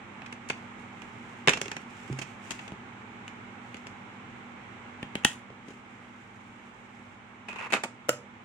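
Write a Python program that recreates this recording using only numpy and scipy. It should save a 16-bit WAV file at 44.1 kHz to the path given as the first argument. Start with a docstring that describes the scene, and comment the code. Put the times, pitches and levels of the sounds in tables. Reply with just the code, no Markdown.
"""A plastic disc case, close to a phone's microphones, is turned over, snapped open and its disc
prised off the hub. An arm's length away the disc scrapes over a portable player's tray, drops in
and clicks onto the spindle. Every contact is a short crunch that rings the plastic; every rub
is a stream of tiny slips. Behind it all a fan hums in the small furnished room."""
import sys
import numpy as np
from scipy import signal
from scipy.fft import rfft, irfft
from scipy.io import wavfile
from scipy.ndimage import uniform_filter1d

SR = 44100
rng = np.random.default_rng(int(sys.argv[2]) if len(sys.argv) > 2 else 0)


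def wav_out(sig):
    """Save sig, one row per channel (or a flat mono array), as 16-bit PCM at SR to the path in sys.argv[1]."""
    wavfile.write(sys.argv[1], SR, np.round(np.clip(np.atleast_2d(sig).T, -1, 1) * 32767).astype(np.int16))


N = 372204
TIME = np.arange(N) / SR
RING = 8192  # samples a contact is given to ring out

# latches and spine, close up: (time [s], level [dB], bass against it [dB], treble against it [dB],
# contact time [ms], left minus right [dB]); all snaps, clicks and knocks have these columns
LATCH_SNAPS = [(1.4739, -17.5, -4, -14.5, 0.84, -2), (1.4825, -14, -11, -19, 0.8, -2.5),
               (1.4915, -19, -12.5, -8, 1.7, -3.5), (1.5327, -25.5, -15, -12, 2.2, -6),
               (1.5711, -34.5, -5, -9.5, 2.2, -2), (1.6139, -32, -3, 0, 1.06, -3),
               (1.6564, -38.5, -2, -13, 1.6, -4), (1.6809, -40.5, -1, -6, .9, -1),
               (1.7149, -33.5, -10, -8.5, 1.4, -2.5), (1.7652, -35, -7.5, -13, 1.5, -3.5)]
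# resonances of the shut case: (frequency [Hz], level [dB], t60 [s])
LATCH_MODES = [(149, 4, 0.064), (317, 3, 0.04), (397, 4.5, 0.077), (519, 0.5, .08), (976, -1, 0.037),
               (1240, -12, 0.026), (1735, -1, 0.076), (2210, 9, 0.029), (2684, 5, 0.053), (5700, -11, .02),
               (6800, 4, .025)]
# dry crack of the case, snapped or handled: (frequency [Hz], level [dB])
CASE_CRACK = [(28, -14), (50, 1), (100, -11.5), (250, 12.5), (600, -5), (1200, -4), (2600, 1.5),
              (4000, -13), (6500, -6.5), (8800, -12.5), (10500, -25), (15500, -35)]
def latches():
    """The latches burst open and the spine creaks, ringing the shell."""
    return contacts(LATCH_SNAPS, LATCH_MODES, CASE_CRACK, ring_db=-5, buzz_db=-28.5, buzz_s=0.029,
                    side=1, trim_db=(-1, -1, -1), detune_share=0.043)


# the hub's teeth, close up: columns as LATCH_SNAPS
HUB_SNAPS = [(5.028, -37, 2.5, -19.5, 0.93, -0.5), (5.153, -31, 0, -15, 1, 0.5),
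             (5.2368, -45, -10.5, -16, 0.35, 1), (5.2468, -23, -18, -7, 0.57, 5),
             (5.2489, -18.5, -6.5, -3.5, 0.51, -2.5)]
# resonances of hub and disc: (frequency [Hz], level [dB], t60 [s])
HUB_MODES = [(148, -18.5, 0.17), (227.8, 1, 0.032), (830, -6.5, 0.038), (1455, -2.5, 0.016),
             (1860, 2.5, 0.026), (2710, 4.5, 0.019), (2950, 4.5, 0.018), (3100, -15.5, .1),
             (3220, -14, .12), (6900, -12, 0.028), (9420, -3, 0.016)]
# dry crack of the hub: (frequency [Hz], level [dB])
HUB_CRACK = [(60, -24.5), (210, 0.5), (400, 1.5), (900, -5), (2200, -2.5), (2900, 1), (4000, -14),
             (5500, -13.5), (7000, -4), (8000, -7), (9400, -7.5), (10800, -17), (15500, -23.5)]
def hub_release():
    """The hub's teeth slip, then let the disc go; both ring."""
    return contacts(HUB_SNAPS, HUB_MODES, HUB_CRACK, ring_db=-1.5, buzz_db=-31, buzz_s=0.036,
                    side=1, trim_db=(0, 0, 0), detune_share=0.0052)


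# the case in the hand, close up, and the disc lifting off near 5.7 s: columns as LATCH_SNAPS
CASE_CLICKS = [(0.218, -43, -2.5, -25, 1.3, -3), (0.2598, -42, -9, -15, 2.4, -3),
               (0.3245, -39, -10, -11.5, 1.6, -1), (0.487, -49.5, -18, 5.5, 2.3, 1),
               (0.4988, -24.5, -10, -17, 2.14, -2), (1.0181, -44.5, -13, -13, 1.2, -7),
               (2.1253, -46, 7.5, -7, 1.6, -5), (2.1865, -36.5, -5, -4.5, 3.2, -3),
               (2.214, -36.5, -9, -7.5, 4.7, -11), (2.5065, -34, -4.5, -3, 1.7, 4),
               (2.5145, -37.5, -10, -2.5, 2.2, 1), (2.5903, -39, -16, -19, 2.1, 1),
               (2.6771, -43, -6, -10.5, 1.9, 0), (2.7195, -49, 10.5, -12, 0.52, 1),
               (3.2787, -41, -7, -11, 0.89, 0), (3.7436, -40.5, -3, -15, 0.69, -2),
               (3.7676, -49, -8, -7, 1.1, 0), (3.8684, -42.5, -5, -9, 0.85, 0),
               (5.5021, -53, 8.5, -25, 0.5, 0), (5.6817, -52, 12, -5.5, 2.7, 1),
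               (5.7022, -54, 9, -5, 4.2, 1)]
# resonances of the held case: (frequency [Hz], level [dB], t60 [s])
CASE_MODES = [(132, -10, 0.073), (230, -6.5, 0.022), (411, 2.5, 0.017), (875, -8, 0.032),
              (1634, -5.5, 0.026), (1770, -22, 0.017), (2682, 3, 0.026), (3107, -8, 0.036),
              (6700, -5.5, 0.025), (10140, -9, 0.017)]
def case_handling():
    """Fingers knock and flex the case; the last soft bumps come as the disc lifts off."""
    return contacts(CASE_CLICKS, CASE_MODES, CASE_CRACK, ring_db=-8.5, buzz_db=-19, buzz_s=0.015,
                    side=1, trim_db=(-1, -1.3, -1.5), detune_share=0.057)


# the lid lands and settles, a little right: (time [s], frequency [Hz], level [dB], t60 [s])
LID_BUMPS = [(2.1, 308, -25, 0.038), (2.108, 133, -27, 0.32), (2.7209, 190, -34.5, .04),
             (2.72, 660, -30.5, 0.011)]
def lid():
    """The open lid bumps down softly and its panel booms."""
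    out = 0
    for s, hz, db, t60 in LID_BUMPS:
        t = np.maximum(TIME - s, 0)
        out = out + undb(db) * np.sin(2 * np.pi * hz * t) * decay(t, t60)
    return out * pan(-3.1)


# disc on tray, at arm's length: columns as LATCH_SNAPS
TRAY_KNOCKS = [(7.4842, -37, -5, -18.5, 1.8, 2), (7.5285, -41.5, -9, -21, 1.3, -1),
               (7.558, -43, -6, -19, 1.4, 3), (7.6228, -44, -19, -26, 2, -3),
               (7.7031, -42.5, -8, -17, 1.5, -9), (7.7225, -28.5, -4.5, -12, 1.9, 5),
               (7.7311, -18, -14, -19, 2.3, -3), (7.7425, -28.5, -3, -11.5, 0.96, 1),
               (7.7505, -34.5, -23, -25, 4.4, -17), (7.763, -34, -5.5, -18, 5, -3),
               (7.8348, -29, -7, -8.5, 1.8, -2.5), (7.846, -43.5, 4.5, -21, 1.9, 2)]
# resonances of the tray: (frequency [Hz], level [dB], t60 [s])
TRAY_MODES = [(264, -22, 0.025), (603, -3.5, 0.04), (919, -8.5, 0.12), (1208, -6.5, 0.095),
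              (1444, -3.5, 0.086), (1750, -3, 0.038), (2215, 5.5, 0.05), (2537, 11.5, 0.028),
              (6370, -19, .04), (8200, 6, 0.026)]
# dry crack of the tray: (frequency [Hz], level [dB])
TRAY_CRACK = [(60, -40), (200, -5.5), (600, -8), (1400, -4), (2600, -5.5), (4000, -13.5), (5500, -10),
              (7500, -3.5), (11000, -17.5), (15500, -28)]
def tray_knocks():
    """The disc knocks on the tray and drops in with a short, hard chatter."""
    return contacts(TRAY_KNOCKS, TRAY_MODES, TRAY_CRACK, ring_db=-5, buzz_db=6, buzz_s=0.0082,
                    side=0.99, trim_db=(0, -1, -0.7), detune_share=0.019)


# disc on spindle, at arm's length: columns as LATCH_SNAPS
SPINDLE_SNAP = [(8.0855, -41.5, 5.4, -6, 1.8, 8), (8.091, -23.5, 1.1, -3, 0.86, -3)]
# resonances of the spindle: (frequency [Hz], level [dB], t60 [s])
SPINDLE_MODES = [(129, -26, 0.36), (328, -10, 0.054), (493, 0.5, 0.041), (590, 2.5, 0.035),
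                 (1320, 8, 0.023), (1463, -1.5, 0.067), (2270, -12, .04), (2880, -1.5, 0.019),
                 (4940, -15, 0.079), (7200, -15.5, 0.15), (7360, -9, 0.03)]
# dry crack of the spindle: (frequency [Hz], level [dB])
SPINDLE_CRACK = [(60, -13), (300, 2), (600, -3), (1400, 7), (3000, 4.5), (4000, -11), (4900, -5.5),
                 (7500, -1), (11000, -9.5), (15500, -14)]
def spindle_snap():
    """The disc rides up the spindle's catch and snaps home."""
    return contacts(SPINDLE_SNAP, SPINDLE_MODES, SPINDLE_CRACK, ring_db=2, buzz_db=-21, buzz_s=0.022,
                    side=0.96, trim_db=(0.7, 0, 0), detune_share=0.0074)


def contacts(rows, modes, crack_colour, ring_db, buzz_db, buzz_s, side, trim_db, detune_share):
    """Each contact is a crunch that swells and dies, a buzz of loose plastic, and the body's ring."""
    out, t = np.zeros((2, N + RING)), np.arange(RING) / SR
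    for s, db, bass_db, treble_db, contact_ms, pan_db in rows:
        age = t / (contact_ms / 1000)
        onset = 1 - np.exp(-age)
        # the plastic bends, gives way, then chatters unevenly against the parts it touches
        crunch = age * np.exp(-age ** 1.33 / 2)
        chatter = undb(5.3 * unit(uniform_filter1d(rng.standard_normal(RING), size=90)))
        force = crunch + undb(buzz_db) * chatter * np.exp(-t / buzz_s) * onset
        crack = unit(colour(mic_noise(RING, side) * force, crack_colour))
        ring = undb(ring_db) * unit(body_ring(modes, detune_share, t) * onset)
        bass, middle, treble = three_bands(crack + ring)
        bands = bass.mean(axis=0), middle, treble  # long waves reach both microphones alike
        # the spot struck sets the balance of thud and tick; trim_db offsets each band
        levels_db = db + np.add((bass_db, 0, treble_db), trim_db)
        start = int(s * SR)
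        for band, band_db in zip(bands, levels_db):
            burst = unit(band) * np.sqrt(0.01 * SR / RING)  # the energy of 10 ms at rms 1
            out[:, start:start + RING] += burst * undb(band_db) * pan(pan_db)
    return out[:, :N]


def body_ring(modes, detune_share, t):
    """The grip detunes and weights the modes anew; each microphone hears its own phase."""
    ring = 0
    for hz, db, t60 in modes:
        detune, weight_db, phase, spread = rng.standard_normal(4)
        lead = np.array([[1], [-1]]) * spread * min(hz / 2000, 1)
        wave = np.sin(2 * np.pi * hz * (1 + detune_share * detune) * t + phase + lead)
        ring = ring + undb(db + weight_db) * wave * decay(t, t60)
    return ring


# pushes over the tray, centre: (time [s], length [s], level [dB])
SLIDES = [(7.495, 0.071, -49), (7.595, 0.076, -39), (7.74, 0.029, -39)]
# their spectrum: (frequency [Hz], level [dB])
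SLIDE_COLOUR = [(200, -20), (450, 0), (700, -7), (950, 6), (1400, 0.5), (2400, -0.5), (3000, -10.5),
                (4200, -20.5), (7500, -27.5), (15000, -47)]
def disc_slide():
    """The disc's face rubs over the tray."""
    pressure = strokes(SLIDES, attack_s=0.016, release_s=0.0093)
    return friction(pressure, SLIDE_COLOUR, slips_per_s=3000, spread_db=4, flutter_db=0.5, pan_db=0)


# scratches of the rim, well to the right: (time [s], length [s], level [dB])
SCRATCHES = [(7.485, .04, -46), (7.56, 0.099, -50), (7.587, 0.0092, -44.5), (7.703, 0.01, -45.5)]
# their spectrum: (frequency [Hz], level [dB])
SCRATCH_COLOUR = [(400, -25), (1000, -26), (1900, -7), (2300, -5), (2650, 6.5), (3000, -11), (3900, -31),
                  (7500, -24), (15000, -59)]
def rim_scratch():
    """The disc's rim scratches along the tray's edge."""
    pressure = strokes(SCRATCHES, attack_s=0.0033, release_s=0.0059)
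    return friction(pressure, SCRATCH_COLOUR, slips_per_s=2500, spread_db=5, flutter_db=2.1, pan_db=-9)


# soft strokes, close on the right: (time [s], length [s], level [dB])
BRUSHES = [(0.55, 0.065, -62), (0.795, 0.024, -60), (0.98, 0.42, -62.5), (1.63, 0.19, -61.5),
           (1.91, 0.39, -56), (2.44, 0.19, -54), (3.65, .25, -65), (5.68, 0.053, -59), (5.9, .25, -67.5),
           (6.2, 0.93, -67.5)]
# their spectrum: (frequency [Hz], level [dB])
BRUSH_COLOUR = [(400, -12), (2500, 11), (4200, -6.5), (7300, -1), (9000, -8), (10500, -19.5), (15500, -24)]
def finger_brush():
    """Fingers and sleeve brush over the plastic."""
    pressure = strokes(BRUSHES, attack_s=0.02, release_s=0.051)
    return friction(pressure, BRUSH_COLOUR, slips_per_s=6000, spread_db=2, flutter_db=2, pan_db=-4)


def strokes(rows, attack_s, release_s):
    """Each stroke's pressure swells up to its time, holds for its length and dies away."""
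    pressure = 0
    for s, length, db in rows:
        before, after = np.maximum(s - TIME, 0), np.maximum(TIME - s - length, 0)
        pressure = pressure + undb(db) * np.exp(-before / attack_s - after / release_s)
    return pressure


def friction(pressure, spectrum, slips_per_s, spread_db, flutter_db, pan_db):
    """Dense little slips of uneven size, as loud as the pressure behind them."""
    slips = (rng.random(N) < slips_per_s / SR) * undb(spread_db * rng.standard_normal(N))
    grain = unit(colour(mic_noise(N, side=0.8) * slips, spectrum))
    return grain * pressure * undb(flutter_db * drift(90)) * pan(pan_db)


# the fan's air across the room: (frequency [Hz], level [dB])
FAN_COLOUR = [(15, -53.5), (25, -26), (49, -16.5), (69, -24), (109, -9), (167, -10.5), (186, -10.5),
              (237, -1.5), (271, -9), (404, -12.5), (475, -14), (790, -14.5), (2180, -22.5), (3930, -26),
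              (15000, -72.5)]
# its stereo width: (frequency [Hz], side minus mid [dB])
FAN_SIDE = [(60, -6.5), (110, -7.5), (200, -15), (380, -8.5), (700, -3), (1300, 0), (2400, 0), (8000, 1)]
# its broad peaks and dips: (frequency [Hz], width [Hz], gain [dB])
AIR_RESONANCES = [(235, 190, -4.5), (613, 485, -6.5), (821, 150, 4), (1340, 280, 1), (2210, 430, 4.5),
                  (4460, 2610, -13.5), (7640, 1860, 5)]
def fan_air():
    """The fan's rush of air, diffuse in the treble."""
    mid, side = rng.standard_normal((2, N))
    side = colour(side, FAN_SIDE)
    air = colour(np.array([mid + side, mid - side]), FAN_COLOUR)
    f = freqs(air)
    bumps_db = sum(db * np.exp(-(2 * (f - hz) / width) ** 2) for hz, width, db in AIR_RESONANCES)
    # reflections from nearby walls ripple the spectrum
    lags_s = rng.uniform(0.0018, 0.018, size=12)
    ripple = unit(sum(np.cos(2 * np.pi * f * lag) for lag in lags_s))
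    air = unit(shape(air, undb(bumps_db + 0.27 * ripple * f / (f + 400))))
    air *= undb(0.27 * drift(7))
    shade = pan(-5 * f / (f + 300))  # the phone's body shades the left microphone above the bass
    return shape(air, shade) * undb(-46.5)


# the fan's tones: (frequency [Hz], level [dB])
FAN_TONES = [(99, -63.5), (119.5, -63), (199.5, -57), (240.5, -55)]
def fan_hum():
    """Motor and blade tones waver in pitch and level."""
    hum = 0
    for hz, db in FAN_TONES:
        phase = 2 * np.pi * np.cumsum(hz + 1.09 * drift(12)) / SR
        hum = hum + unit(np.sin(phase) * undb(1.26 * drift(11))) * undb(db)
    return hum * pan(-1.5)


def fan_fade(start_s=5.17, drop_db=2.5, drop_s=0.08, sink_db=2, sink_s=1.7):
    """The fan's level drops a little as the disc comes free, then slowly sinks further."""
    since = np.maximum(TIME - start_s, 0)
    return undb(drop_db * np.expm1(-since / drop_s) + sink_db * np.expm1(-since / sink_s))


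# the room's reverberation: (frequency [Hz], level [dB], t60 [s])
ROOM_BANDS = [(125, -9.5, 0.2), (400, -7, 0.44), (1000, 1.5, 0.24), (3000, -0.5, 0.23), (7000, 2.5, 0.24),
              (13000, 0, 0.053)]
def room(x, wet_db, build_s):
    """A small furnished room adds a diffuse tail that builds quickly and dies by band."""
    t = np.arange(2 * RING) / SR
    noise = mic_noise(len(t), side=0.17)
    centres = np.log(np.array(ROOM_BANDS)[:, 0])
    tail = 0
    for (_, db, t60), pick in zip(ROOM_BANDS, np.eye(len(ROOM_BANDS))):
        band = shape(noise, np.interp(np.log(freqs(noise)), centres, pick))
        tail = tail + undb(db) * band * decay(t, t60)
    build = 1 - np.exp(-(t / build_s) ** 2)
    tail = unit(tail * build) / np.sqrt(len(t))
    return x + undb(wet_db) * signal.fftconvolve(x, tail, axes=1)[:, :N]


def undb(db):
    """Decibels to gain."""
    return 10 ** (np.asarray(db) / 20)


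def unit(x):
    """Scale each channel to rms 1."""
    return x / np.sqrt(np.mean(x ** 2, axis=-1, keepdims=True))


def decay(t, t60):
    """Fall by 60 dB every t60 seconds."""
    return np.exp(-np.log(1000) * t / t60)


def freqs(x):
    """Frequency of each spectral bin of x."""
    return np.maximum(np.arange(x.shape[-1] // 2 + 1) * SR / x.shape[-1], 1)


def shape(x, gain):
    """Filter by one gain per bin."""
    return irfft(rfft(x) * gain, x.shape[-1])


def colour(x, points):
    """Causal filter through (frequency [Hz], level [dB]) points."""
    hz, db = np.transpose(points)
    gain = undb(np.interp(np.log(freqs(x)), np.log(hz), db))
    cepstrum = irfft(np.log(gain), x.shape[-1])
    cepstrum[1:] *= 2
    cepstrum[len(cepstrum) // 2:] = 0
    return shape(x, np.exp(rfft(cepstrum)))


def three_bands(x, bass_hz=700, treble_hz=4000):
    """Bass, middle and treble of a sound."""
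    edges = ((bass_hz, "low"), ([bass_hz, treble_hz], "band"), (treble_hz, "high"))
    return [signal.sosfilt(signal.butter(4, hz, kind, fs=SR, output="sos"), x) for hz, kind in edges]


def pan(db):
    """Microphone gains for a left-minus-right level."""
    return undb(np.array([[db], [-db]]) / 2).reshape(2, -1)


def drift(rate_hz):
    """Slow random drift of rms 1."""
    hold = int(SR / rate_hz)
    steps = np.repeat(rng.standard_normal(N // hold + 1), hold)
    return unit(uniform_filter1d(steps, hold)[:N])


def mic_noise(count, side):
    """Noise at the two microphones: alike at side 0, unrelated at 1."""
    mid, apart = rng.standard_normal((2, count))
    return (mid + side * np.array([apart, -apart])) / np.sqrt(1 + side ** 2)


def scene():
    """The case is near the phone, the player an arm's length away, the fan behind both."""
    case = case_handling() + latches() + lid()
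    hub = hub_release()
    player = tray_knocks() + spindle_snap()
    brush = finger_brush()
    scrape = rim_scratch() + disc_slide()
    near = room(case + brush, wet_db=-12.5, build_s=0.0024) + room(hub, wet_db=-15, build_s=0.0058)
    far = room(player + scrape, wet_db=-12.5, build_s=0.0012)
    return near + far + (fan_air() + fan_hum()) * fan_fade()


def record(dry, low_hz=45, top_hz=15900, drive=0.7):
    """The phone drops the deepest bass, rounds the very loudest peaks and cuts the top."""
    thin = signal.sosfilt(signal.butter(4, low_hz, "high", fs=SR, output="sos"), dry)
    rounded = np.tanh(drive * thin) / drive
    return signal.sosfilt(signal.ellip(10, 0.2, 80, top_hz, fs=SR, output="sos"), rounded)


dry = scene()
out = record(dry)
wav_out(out)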